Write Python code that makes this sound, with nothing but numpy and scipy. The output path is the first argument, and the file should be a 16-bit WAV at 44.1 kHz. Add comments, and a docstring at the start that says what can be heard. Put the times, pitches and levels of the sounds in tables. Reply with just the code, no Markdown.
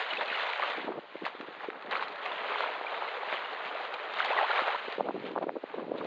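"""Small waves on sand.

Small waves lap on a sandy shore close by: foam fizzes (grains of chirped tone and noise) and gurgles
(longer rising tones) as waves fold over. Single bubbles chirp, drops plip, spray ticks (decaying noise),
far surf hisses (coloured noise), and a light breeze buffets the microphone (lumps of low tone)."""
import sys
import numpy as np
from scipy import signal
from scipy.fft import rfft, irfft, next_fast_len
from scipy.io import wavfile
from scipy.ndimage import uniform_filter1d

SR = 44100
rng = np.random.default_rng(int(sys.argv[2]) if len(sys.argv) > 2 else 0)


def digitize_waveform(pressure):
    """Quantize a signal to 16-bit integers and store it at the path in sys.argv[1].

    Rows of a 2-D input are taken as channels; values are limited to [-1, 1].
    """
    field = np.atleast_2d(pressure).T
    bounded = np.clip(field, -1, 1)
    quanta = np.round(bounded * 32767).astype(np.int16)
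    wavfile.write(sys.argv[1], SR, quanta)


N = 267642  # samples

# Levels are those ahead of record().
# swell of waves folding over, running up and draining: (time [s], fizz level [dB], gurgle level [dB])
SWELL_LEVELS = [(0.0, -32.5, -32), (0.07, -37, -44), (0.3, -32.5, -37.5), (0.62, -32.5, -41.5),
                (0.86, -38.5, -44.5), (0.9, -48.5, -47), (1.05, -54, -53.5), (1.23, -47.5, -49.5),
                (1.5, -48.5, -46), (1.66, -46.5, -46.5), (1.78, -51, -44.5), (1.88, -49.5, -44.5),
                (2.12, -45.5, -41.5), (2.6, -34.5, -34), (2.78, -42.5, -39.5), (3.05, -39, -36),
                (3.1, -38, -38), (3.3, -37.5, -37.5), (3.45, -43, -40), (3.8, -40.5, -38),
                (4.12, -41, -39.5), (4.3, -32.5, -33.5), (4.55, -32.5, -42.5), (4.74, -36.5, -43.5),
                (4.96, -40, -42), (5.01, -51, -60), (5.29, -50, -59), (5.5, -65, -65), (5.71, -49.5, -45.5),
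                (5.93, -59.5, -56.5), (6.07, -47.5, -49)]
# small crests tumbling in a burst of foam: (time [s], fizz level [dB], gurgle level [dB], length [s])
CRESTS = [(0.221, -30, -34, 0.071), (0.633, -42.5, -27.5, 0.035), (0.707, -36, -36, 0.27),
          (1.261, -33.5, -37, 0.044), (1.281, -42, -42, 0.045), (1.613, -43, -42.5, 0.03),
          (1.921, -28.5, -46, 0.037), (1.932, -36, -31.5, 0.037), (1.955, -31, -47, 0.072),
          (1.98, -43, -35, 0.082), (2.014, -36, -33.5, 0.045), (2.031, -31.5, -48, 0.044),
          (2.26, -36, -51, 0.044), (2.641, -51, -33, 0.03), (2.883, -50, -37, 0.033),
          (3.337, -33.5, -36, 0.17), (3.937, -44, -50, 0.027), (4.19, -30, -47, 0.12),
          (4.394, -42, -27, 0.091), (4.503, -34, -28, 0.034), (4.578, -39.5, -26, 0.15),
          (4.682, -45, -28.5, 0.15), (1.646, -45, -38, 0.064), (5.27, -43, -52, 0.16),
          (5.986, -41, -60, 0.056)]
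CREST_RISE_SHARE, CREST_DROP_DB = 0.46, 13  # share of length spent rising; fall at either end
# spectrum of the fine foam: (frequency [Hz], relative density [dB per Hz])
FIZZ_SPECTRUM = [(100, -52.5), (300, -21), (600, -0.5), (1200, -1), (2000, 0.5), (3000, -3), (4500, -10.5),
                 (10000, -14.5)]
# spectrum of the larger bubbles: (frequency [Hz], relative density [dB per Hz])
GURGLE_SPECTRUM = [(100, -41), (250, -31), (400, -7.5), (800, -3.5), (1300, -5), (2000, -12.5),
                   (4000, -29.5)]
# spectrum of the distant waves: (frequency [Hz], relative density [dB per Hz])
FAR_SURF_SPECTRUM = [(40, -7.5), (150, -7), (500, 2.5), (2000, 4.5), (3500, -2), (5000, -1.5),
                     (10000, -5.5)]
FAR_SURF_RMS_DB = -55
# breeze between its strongest eddies: (time [s], base level [dB])
BREEZE_LEVELS = [(0.0, -66), (0.15, -51), (0.34, -55.5), (0.56, -70.5), (0.75, -53.5), (0.97, -41.5),
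                 (1.01, -52.5), (1.11, -61.5), (1.4, -56), (2.0, -55), (2.45, -58), (2.9, -61.5),
                 (3.2, -65), (3.33, -58.5), (4.2, -59.5), (4.5, -72.5), (4.88, -57), (4.96, -55),
                 (5.03, -45), (5.12, -46), (5.16, -38), (5.2, -45), (5.24, -40), (5.3, -41.5), (5.35, -38),
                 (5.395, -54), (5.43, -31), (5.455, -45.5), (5.52, -44.5), (5.56, -44), (5.585, -62),
                 (5.68, -55), (5.76, -43.5), (5.79, -41.5), (5.83, -36), (5.85, -43), (5.89, -40.5),
                 (5.95, -40), (6.0, -42.5), (6.035, -40), (6.07, -30)]
# strongest eddies on the microphone: (time [s], peak level [dB], starting frequency [Hz])
PUFFS = [(0.783, -25.5, 446), (0.846, -30, 325), (0.962, -40, 453), (1.237, -31.5, 295), (1.445, -41, 380),
         (0.874, -33, 500), (0.882, -19, 740), (0.891, -23, 555), (0.904, -25, 412), (0.981, -28, 500),
         (1.156, -27.5, 453), (1.223, -27.5, 350), (1.351, -35.5, 476), (1.43, -34, 390),
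         (1.645, -29.5, 520), (1.687, -26, 392), (1.885, -37, 324), (1.77, -44, 255), (4.621, -28.5, 398),
         (4.884, -27.5, 440), (4.984, -20, 473), (4.999, -21, 704), (5.008, -15, 650), (5.063, -25, 640),
         (5.072, -24.5, 640), (5.088, -15, 790), (5.109, -22, 740), (5.145, -25, 390), (5.164, -31, 550),
         (5.243, -28.5, 474), (5.27, -33, 587), (5.362, -20, 797), (5.379, -16, 850), (5.413, -26, 590),
         (5.421, -27, 560), (5.441, -27.5, 413), (5.47, -23, 515), (5.486, -24, 500), (5.494, -20.5, 660),
         (5.493, -25.5, 1570), (5.167, -30, 596), (5.775, -39, 330), (5.785, -34, 448), (5.974, -40, 400),
         (0.943, -40, 450), (0.988, -28, 600), (1.043, -39, 600), (1.404, -37, 400), (1.488, -33, 550),
         (5.356, -27, 900), (5.376, -25, 665), (5.437, -33, 600), (5.504, -30, 600), (5.542, -33, 383),
         (5.561, -30, 800), (5.636, -35, 704), (5.047, -31, 452), (5.057, -29, 600), (5.556, -27.5, 585),
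         (5.568, -22, 436), (5.64, -23, 617), (5.742, -27.5, 790), (5.83, -26, 477), (5.868, -31, 327),
         (5.883, -32.5, 480), (5.895, -34, 340), (5.947, -27.5, 480), (5.519, -34, 404), (5.094, -21, 530),
         (5.428, -28, 405), (5.919, -18, 474), (5.94, -25.5, 485), (6.014, -26, 408), (6.053, -23, 553),
         (6.064, -17.5, 720)]
EDDY_CYCLES = 1.309  # before the stretch in breeze()
# rough air gathers around each eddy
GUST_UNDER_DB, GUST_RISE_DB_PER_S, GUST_FALL_DB_PER_S = 14, 1502, 1302
# spectrum of the soft lumps of air: (frequency [Hz], relative density [dB per Hz])
LUMP_SPECTRUM = [(30, -54), (100, -23), (180, -6), (280, 0), (500, 0), (900, -20), (1500, -31.5),
                 (3000, -59)]
# spectrum of the strong gusts: (frequency [Hz], relative density [dB per Hz])
SNAP_SPECTRUM = [(100, -44.5), (300, -13), (600, -10.5), (1000, -11), (1500, -24.5), (2500, -35.5),
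                 (4000, -43.5)]
# spray ticking on wet sand: (time [s], nominal level [dB])
TICKS = [(0.1338, -29), (0.172, -35), (0.531, -28.5), (1.253, -26.5), (1.258, -31.5), (1.265, -32),
         (1.4104, -37), (1.8235, -38), (4.924, -32), (5.316, -43), (5.331, -45), (1.075, -55), (1.683, -45),
         (1.703, -43), (1.861, -40), (3.45, -43), (1.911, -27.5), (2.0825, -32), (2.1217, -37),
         (2.261, -30.5), (3.6754, -34), (3.941, -27), (4.1367, -28.5), (0.05, -40), (0.2143, -34),
         (0.23, -33), (0.2813, -35), (0.3594, -33), (0.431, -32), (0.499, -30), (0.5763, -30),
         (0.7006, -29), (1.971, -30), (2.094, -42), (2.1587, -37), (2.606, -31), (2.862, -40), (4.259, -26),
         (4.4113, -30), (4.198, -27), (4.247, -24), (4.578, -31), (0.185, -36.5), (0.462, -33),
         (0.595, -31.5), (0.73, -35), (6.045, -38.5)]
TICK_HZ, TICK_T60_S = 2550, 0.02
# single bubbles near the surface:
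# (time [s], peak level [dB], first frequency [Hz], last frequency [Hz], length before stretch [ms])
BUBBLES = [(.105, -32, 2880, 3000, 22), (.17, -28.5, 2550, 2650, 9), (.183, -32.5, 500, 586, 15),
           (.208, -35, 1770, 1860, 5.5), (.208, -28.5, 945, 900, 16), (.226, -34, 570, 663, 20),
           (.282, -29, 2470, 2550, 7.5), (.325, -28, 1430, 1500, 11), (.346, -31, 2880, 2930, 12),
           (3.078, -36, 2020, 2140, 18), (4.313, -30.5, 2550, 2730, 11), (4.388, -30, 925, 1050, 9.2),
           (4.482, -27, 1450, 1540, 7.4), (4.492, -24.5, 1830, 1880, 5), (4.51, -23, 1360, 1450, 11),
           (4.556, -25, 2290, 2360, 4.8), (4.573, -22, 2240, 2360, 6.5), (4.578, -31, 974, 785, 7.8),
           (.215, -33, 570, 725, 14), (.625, -26.5, 1130, 1320, 19), (2.245, -37.5, 743, 723, 69),
           (2.312, -31, 900, 1100, 19), (2.69, -31.5, 635, 820, 14), (2.866, -29.5, 2320, 2430, 10.6),
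           (3.75, -30.5, 590, 690, 15), (3.797, -31, 666, 900, 26), (4.248, -29, 620, 1400, 27),
           (4.303, -25, 450, 1190, 45), (4.37, -29, 540, 950, 24), (4.376, -23, 1950, 2000, 8),
           (4.384, -23, 1850, 1900, 8), (4.411, -19, 800, 880, 11), (4.423, -24, 520, 1200, 39),
           (4.585, -32, 588, 478, 54), (4.677, -25, 598, 650, 12.7), (4.747, -24.5, 920, 1050, 11),
           (4.305, -23, 800, 860, 8.1), (4.366, -22, 980, 1240, 7.6), (4.383, -26, 1270, 900, 12.6),
           (4.4, -29, 1280, 1380, 5.7), (4.498, -28.5, 820, 900, 21), (4.534, -28, 850, 950, 9),
           (4.55, -31, 950, 1100, 17), (4.608, -32, 1340, 1270, 26), (4.688, -30, 734, 970, 35),
           (4.757, -33, 1100, 1610, 14), (.085, -35, 955, 1020, 23), (.488, -30, 924, 955, 20),
           (3.17, -34, 450, 527, 22), (3.23, -32, 710, 960, 15), (3.445, -35, 2800, 2900, 10),
           (1.715, -43, 477, 422, 22), (1.855, -40.5, 500, 556, 11)]
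# drops and small slaps: (time [s], peak level [dB], last frequency [Hz], length before stretch [ms])
PLIPS = [(0.132, -21, 1710, 1.2), (0.535, -23, 2140, 2.2), (0.599, -19.5, 1020, 3),
         (0.623, -18.5, 2100, 1.9), (0.634, -23, 1070, 0.55), (1.253, -22, 2430, 1.54),
         (1.266, -19, 1110, 3), (1.412, -25.5, 1190, 1.26), (1.55, -27, 1490, 0.65),
         (1.608, -30.5, 1900, 2.5), (0.212, -19, 1840, 1.9), (1.703, -20.5, 1700, 0.86),
         (1.732, -30, 1260, 1.55), (1.915, -23.5, 1230, 1.85), (1.927, -15.5, 1640, 0.72),
         (1.933, -19, 2580, 0.96), (1.956, -20, 2480, 1.9), (2.036, -26, 1700, 1.5),
         (1.954, -18, 1390, 2.2), (1.967, -21, 1450, 3.5), (1.996, -18.5, 1280, 1.6),
         (2.026, -19.5, 1130, 2.9), (2.075, -23.5, 1170, 0.6), (2.26, -28, 2390, 1.36),
         (2.315, -28, 1580, 0.89), (2.447, -26, 1130, 1.34), (2.521, -18, 1120, 1.2),
         (2.559, -20, 1120, 2.03), (2.607, -13.5, 1200, 1.6), (2.641, -22, 1210, 1.6),
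         (2.662, -18.5, 1050, 1.64), (2.813, -19.5, 780, 2.15), (2.848, -23, 910, 2.26),
         (2.978, -21, 1010, 1.55), (3.024, -18.5, 900, 2.5), (3.327, -13.5, 1200, 0.63),
         (4.099, -24.5, 1500, 1.8), (4.205, -12.5, 1540, 3.4), (4.594, -13.5, 1630, 1.7)]
# steep treble loss above 4 kHz, a dip near 5.5 kHz, faint treble above it: (frequency [Hz], gain [dB])
TREBLE_RESPONSE = [(3000, -1.5), (4000, -1.5), (4600, -10.5), (5100, -22.5), (5550, -29.5), (6100, -27.5),
                   (6800, -25), (7500, -33), (9000, -48.5)]
BAND_LIMIT_HZ = 9259


def gain_of(db):
    """Decibels to a factor."""
    return 10 ** (np.asarray(db) / 20)


def evened(x):
    """Scales to rms 1."""
    return x / np.sqrt(np.mean(x ** 2) + 1e-20)


def curve(rows, axis):
    """One table column, interpolated to dB at every sample."""
    rows = np.array(rows)
    return np.interp(np.arange(N) / SR, rows[:, 0], rows[:, axis])


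def shape(points, hz):
    """Reads a spectrum table as factors, linear in dB over log frequency."""
    table_hz, table_db = np.transpose(points)
    return gain_of(np.interp(np.log(hz + 1), np.log(table_hz), table_db))


def coloured(x, points):
    """Flattens the smoothed spectrum of x, then gives it that of a table; rms 1."""
    size = next_fast_len(N)
    z, hz = rfft(x, size), np.fft.rfftfreq(size, 1 / SR)
    own = np.sqrt(uniform_filter1d(abs(z) ** 2, size=1500))
    flat = z / np.maximum(own, own.max() * 1e-3)
    return evened(irfft(flat * shape(points, hz), size)[:N])


def above(x, hz, order):
    """High-pass."""
    return signal.sosfilt(signal.butter(order, hz, "high", fs=SR, output="sos"), x)


def wander(cutoff_hz):
    """Low-passed noise of rms 1."""
    x = rng.standard_normal(N + 2 * SR)  # a spare second at either end
    low = signal.butter(1, cutoff_hz, fs=SR, output="sos")
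    return evened(signal.sosfiltfilt(low, x)[SR:-SR])


def chirp(first_hz, last_hz, seconds, turn, skew=1., soft=1.36):
    """Gliding tone under a hump; skew under 1 puts the hump early, small soft flattens it."""
    length = max(int(seconds * SR), 4)
    u = np.arange(length) / length
    cycles = seconds * (first_hz * u + (last_hz - first_hz) * u ** 2 / 2)
    hump = np.sin(np.pi * u ** skew) ** soft
    return hump * np.cos(2 * np.pi * (cycles + turn))


def grains(low_hz, high_hz, cycles, glide, per_s, spread_db, count=24):
    """Gliding tones of many pitches struck at random; spread_db varies their strength; rms 1."""
    strength = gain_of(spread_db * np.minimum(rng.exponential(1, N), 5))
    strikes = strength * (rng.random(N) < per_s / SR)
    kind, turn, out = rng.integers(0, count, N), rng.random(count), np.zeros(N)
    for k, hz in enumerate(np.geomspace(low_hz, high_hz, count)):
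        grain = chirp(hz, hz * glide, cycles / hz, turn[k], skew=0.72)
        out += signal.oaconvolve(strikes * (kind == k), grain)[:N]
    return evened(out)


def played(rows, stretch, lead, skew, soft):
    """Lays tones (s, dB, first Hz, last Hz, ms) on a track; lead is the share before the time."""
    out, turns = np.zeros(N + SR), rng.random(len(rows))
    for (s, db, first_hz, last_hz, ms), turn in zip(rows, turns):
        tone = gain_of(db) * chirp(first_hz, last_hz, stretch * ms / 1000, turn, skew, soft)
        at = int(s * SR - lead * len(tone))
        out[at:at + len(tone)] += tone
    return out[:N]


def raised(level_db, peaks):
    """Adds the power of peaks (s, dB, rise dB/s, fall dB/s) to a level in dB."""
    t, power = np.arange(N) / SR, gain_of(level_db) ** 2
    for s, db, rise, fall in peaks:
        drop_db = np.maximum(rise * (s - t), fall * (t - s))
        power = power + gain_of(db - drop_db) ** 2
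    return 10 * np.log10(power)


def swell(axis):
    """Slow swell with the tumbling crests on top, in dB."""
    crests = []
    for crest in CRESTS:
        rise_s, fall_s = CREST_RISE_SHARE * crest[3], (1 - CREST_RISE_SHARE) * crest[3]
        crests.append((crest[0], crest[axis], CREST_DROP_DB / rise_s, CREST_DROP_DB / fall_s))
    return raised(curve(SWELL_LEVELS, axis=axis), crests)


def patchy(x, spread_db):
    """Separate small splashes: level drifts in patches some 400 Hz wide and 30 ms long."""
    z = signal.stft(x, nperseg=512, noverlap=384)[2]
    patches = uniform_filter1d(rng.standard_normal(z.shape), size=5, axis=0)
    patches = evened(uniform_filter1d(patches, size=10, axis=1))
    return evened(signal.istft(z * gain_of(spread_db * patches), nperseg=512, noverlap=384)[1][:N])


def fizz():
    """Fine foam: thousands of tiny bubbles burst over the smooth hiss of farther water."""
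    bursts = grains(low_hz=500, high_hz=8750, cycles=4.18, glide=1.223, per_s=5000, spread_db=0.0)
    crackle = grains(low_hz=2040, high_hz=7120, cycles=0.55, glide=1.0, per_s=400, spread_db=-0.3)
    pings = grains(low_hz=900, high_hz=4533, cycles=13.0, glide=1.11, per_s=350, spread_db=2.0)
    hiss = rng.standard_normal(N)
    mix = bursts + 0.4 * pings + 0.54 * crackle + 0.45 * hiss
    foam = coloured(patchy(mix, spread_db=1.6), FIZZ_SPECTRUM)
    level_db = swell(axis=1) + 0.33 * wander(cutoff_hz=110) + 1.6 * wander(cutoff_hz=3.7)
    return foam * gain_of(level_db)


def gurgle():
    """Larger bubbles ring longer and rise in pitch as they near the surface.

    A breaking wave makes more middling bubbles than large ones: the deep part follows loud levels in part."""
    ringing = grains(low_hz=350, high_hz=1514, cycles=10.5, glide=1.408, per_s=760, spread_db=2.0)
    slaps = grains(low_hz=390, high_hz=1500, cycles=2.05, glide=1.37, per_s=1300, spread_db=1.5)
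    bubbles = coloured(ringing + 1.13 * slaps, GURGLE_SPECTRUM)
    level_db = swell(axis=2) + 0.7 * wander(cutoff_hz=18)
    deep = signal.oaconvolve(bubbles, signal.firwin(401, 560, fs=SR), "same")
    deep_db = level_db - 0.36 * np.maximum(level_db + 37.0, 0)
    return (bubbles - deep) * gain_of(level_db) + deep * gain_of(deep_db)


def far_surf():
    """Steady hiss of waves farther down the shore, heard in the lulls."""
    return gain_of(FAR_SURF_RMS_DB) * coloured(rng.standard_normal(N), FAR_SURF_SPECTRUM)


def breeze():
    """Eddies of air push the membrane in lumps a cycle or two long; strong gusts turn sharper."""
    gusts = [(s, db - GUST_UNDER_DB, GUST_RISE_DB_PER_S, GUST_FALL_DB_PER_S) for s, db, hz in PUFFS]
    base_db = curve(BREEZE_LEVELS, axis=1) + 1.5 * wander(cutoff_hz=4.0)
    gust_db = raised(base_db, gusts) + 3.1 * wander(cutoff_hz=31)
    lumps = grains(low_hz=102.5, high_hz=1100, cycles=2.23, glide=0.87, per_s=450, spread_db=1.5)
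    snaps = grains(low_hz=278.0, high_hz=2580, cycles=1.84, glide=0.81, per_s=1100, spread_db=0.0)
    soft_db = gust_db + 1.0 - 0.58 * np.maximum(gust_db + 40.0, 0)
    sharp_db = gust_db + 0.88 * np.minimum(gust_db + 31.5, -3)
    steady = coloured(lumps, LUMP_SPECTRUM) * gain_of(soft_db)
    steady = steady + coloured(snaps, SNAP_SPECTRUM) * gain_of(sharp_db)
    eddies = [(s, db, hz, hz * 0.97, 1000 * EDDY_CYCLES / hz) for s, db, hz in PUFFS]
    # short, higher, falling tone at the middle of each eddy, stronger in hard pushes
    cores = [(s, db - 10.5 + 0.73 * (db + 20.5), hz * 1.81, hz * 1.17, 1.5) for s, db, hz in PUFFS]
    return steady + played(eddies + cores, stretch=2.044, lead=0.514, skew=1.17, soft=1.85)


def spray():
    """Each tick is a wide snap of noise with a brief ring in it; too small for bass."""
    out, t = np.zeros(N + SR), np.arange(1000) / SR
    noise = rng.standard_normal((len(TICKS), 1000))
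    ring = np.sin(2 * np.pi * TICK_HZ * t)
    for (s, db), snap in zip(TICKS, noise):
        decay = gain_of(db - 60 * t / TICK_T60_S)
        tick = decay * (1.93 * uniform_filter1d(snap, size=3) + 0.52 * ring)
        out[int(s * SR):][:len(t)] += tick
    return above(out[:N], hz=900, order=2)


def splashes():
    """Bubbles and drops that stand out of the wash; small things radiate no bass."""
    bubbles = played(BUBBLES, stretch=0.91, lead=0, skew=0.54, soft=0.47)
    drop_rows = [(s, db, hz * 0.86, hz, ms) for s, db, hz, ms in PLIPS]
    drops = played(drop_rows, stretch=1.656, lead=0.437, skew=0.77, soft=3.8)
    return above(bubbles + drops, hz=302, order=2)


def scene():
    """Water and wind at one microphone."""
    water = fizz() + gurgle() + far_surf()
    return (water + breeze() + spray() + splashes())[None]


def record(dry):
    """Bass cut, treble loss, then band limit."""
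    cut = above(dry, hz=180, order=2)
    hz = np.linspace(0, SR / 2, num=257)
    treble = signal.firwin2(255, hz, shape(TREBLE_RESPONSE, hz), fs=SR, window="blackman")
    heard = signal.oaconvolve(cut, treble[None], "same")
    band = signal.firwin(255, BAND_LIMIT_HZ, window=("kaiser", 9), fs=SR)
    return signal.oaconvolve(heard, band[None], "same")


dry = scene()
out = record(dry)
digitize_waveform(out)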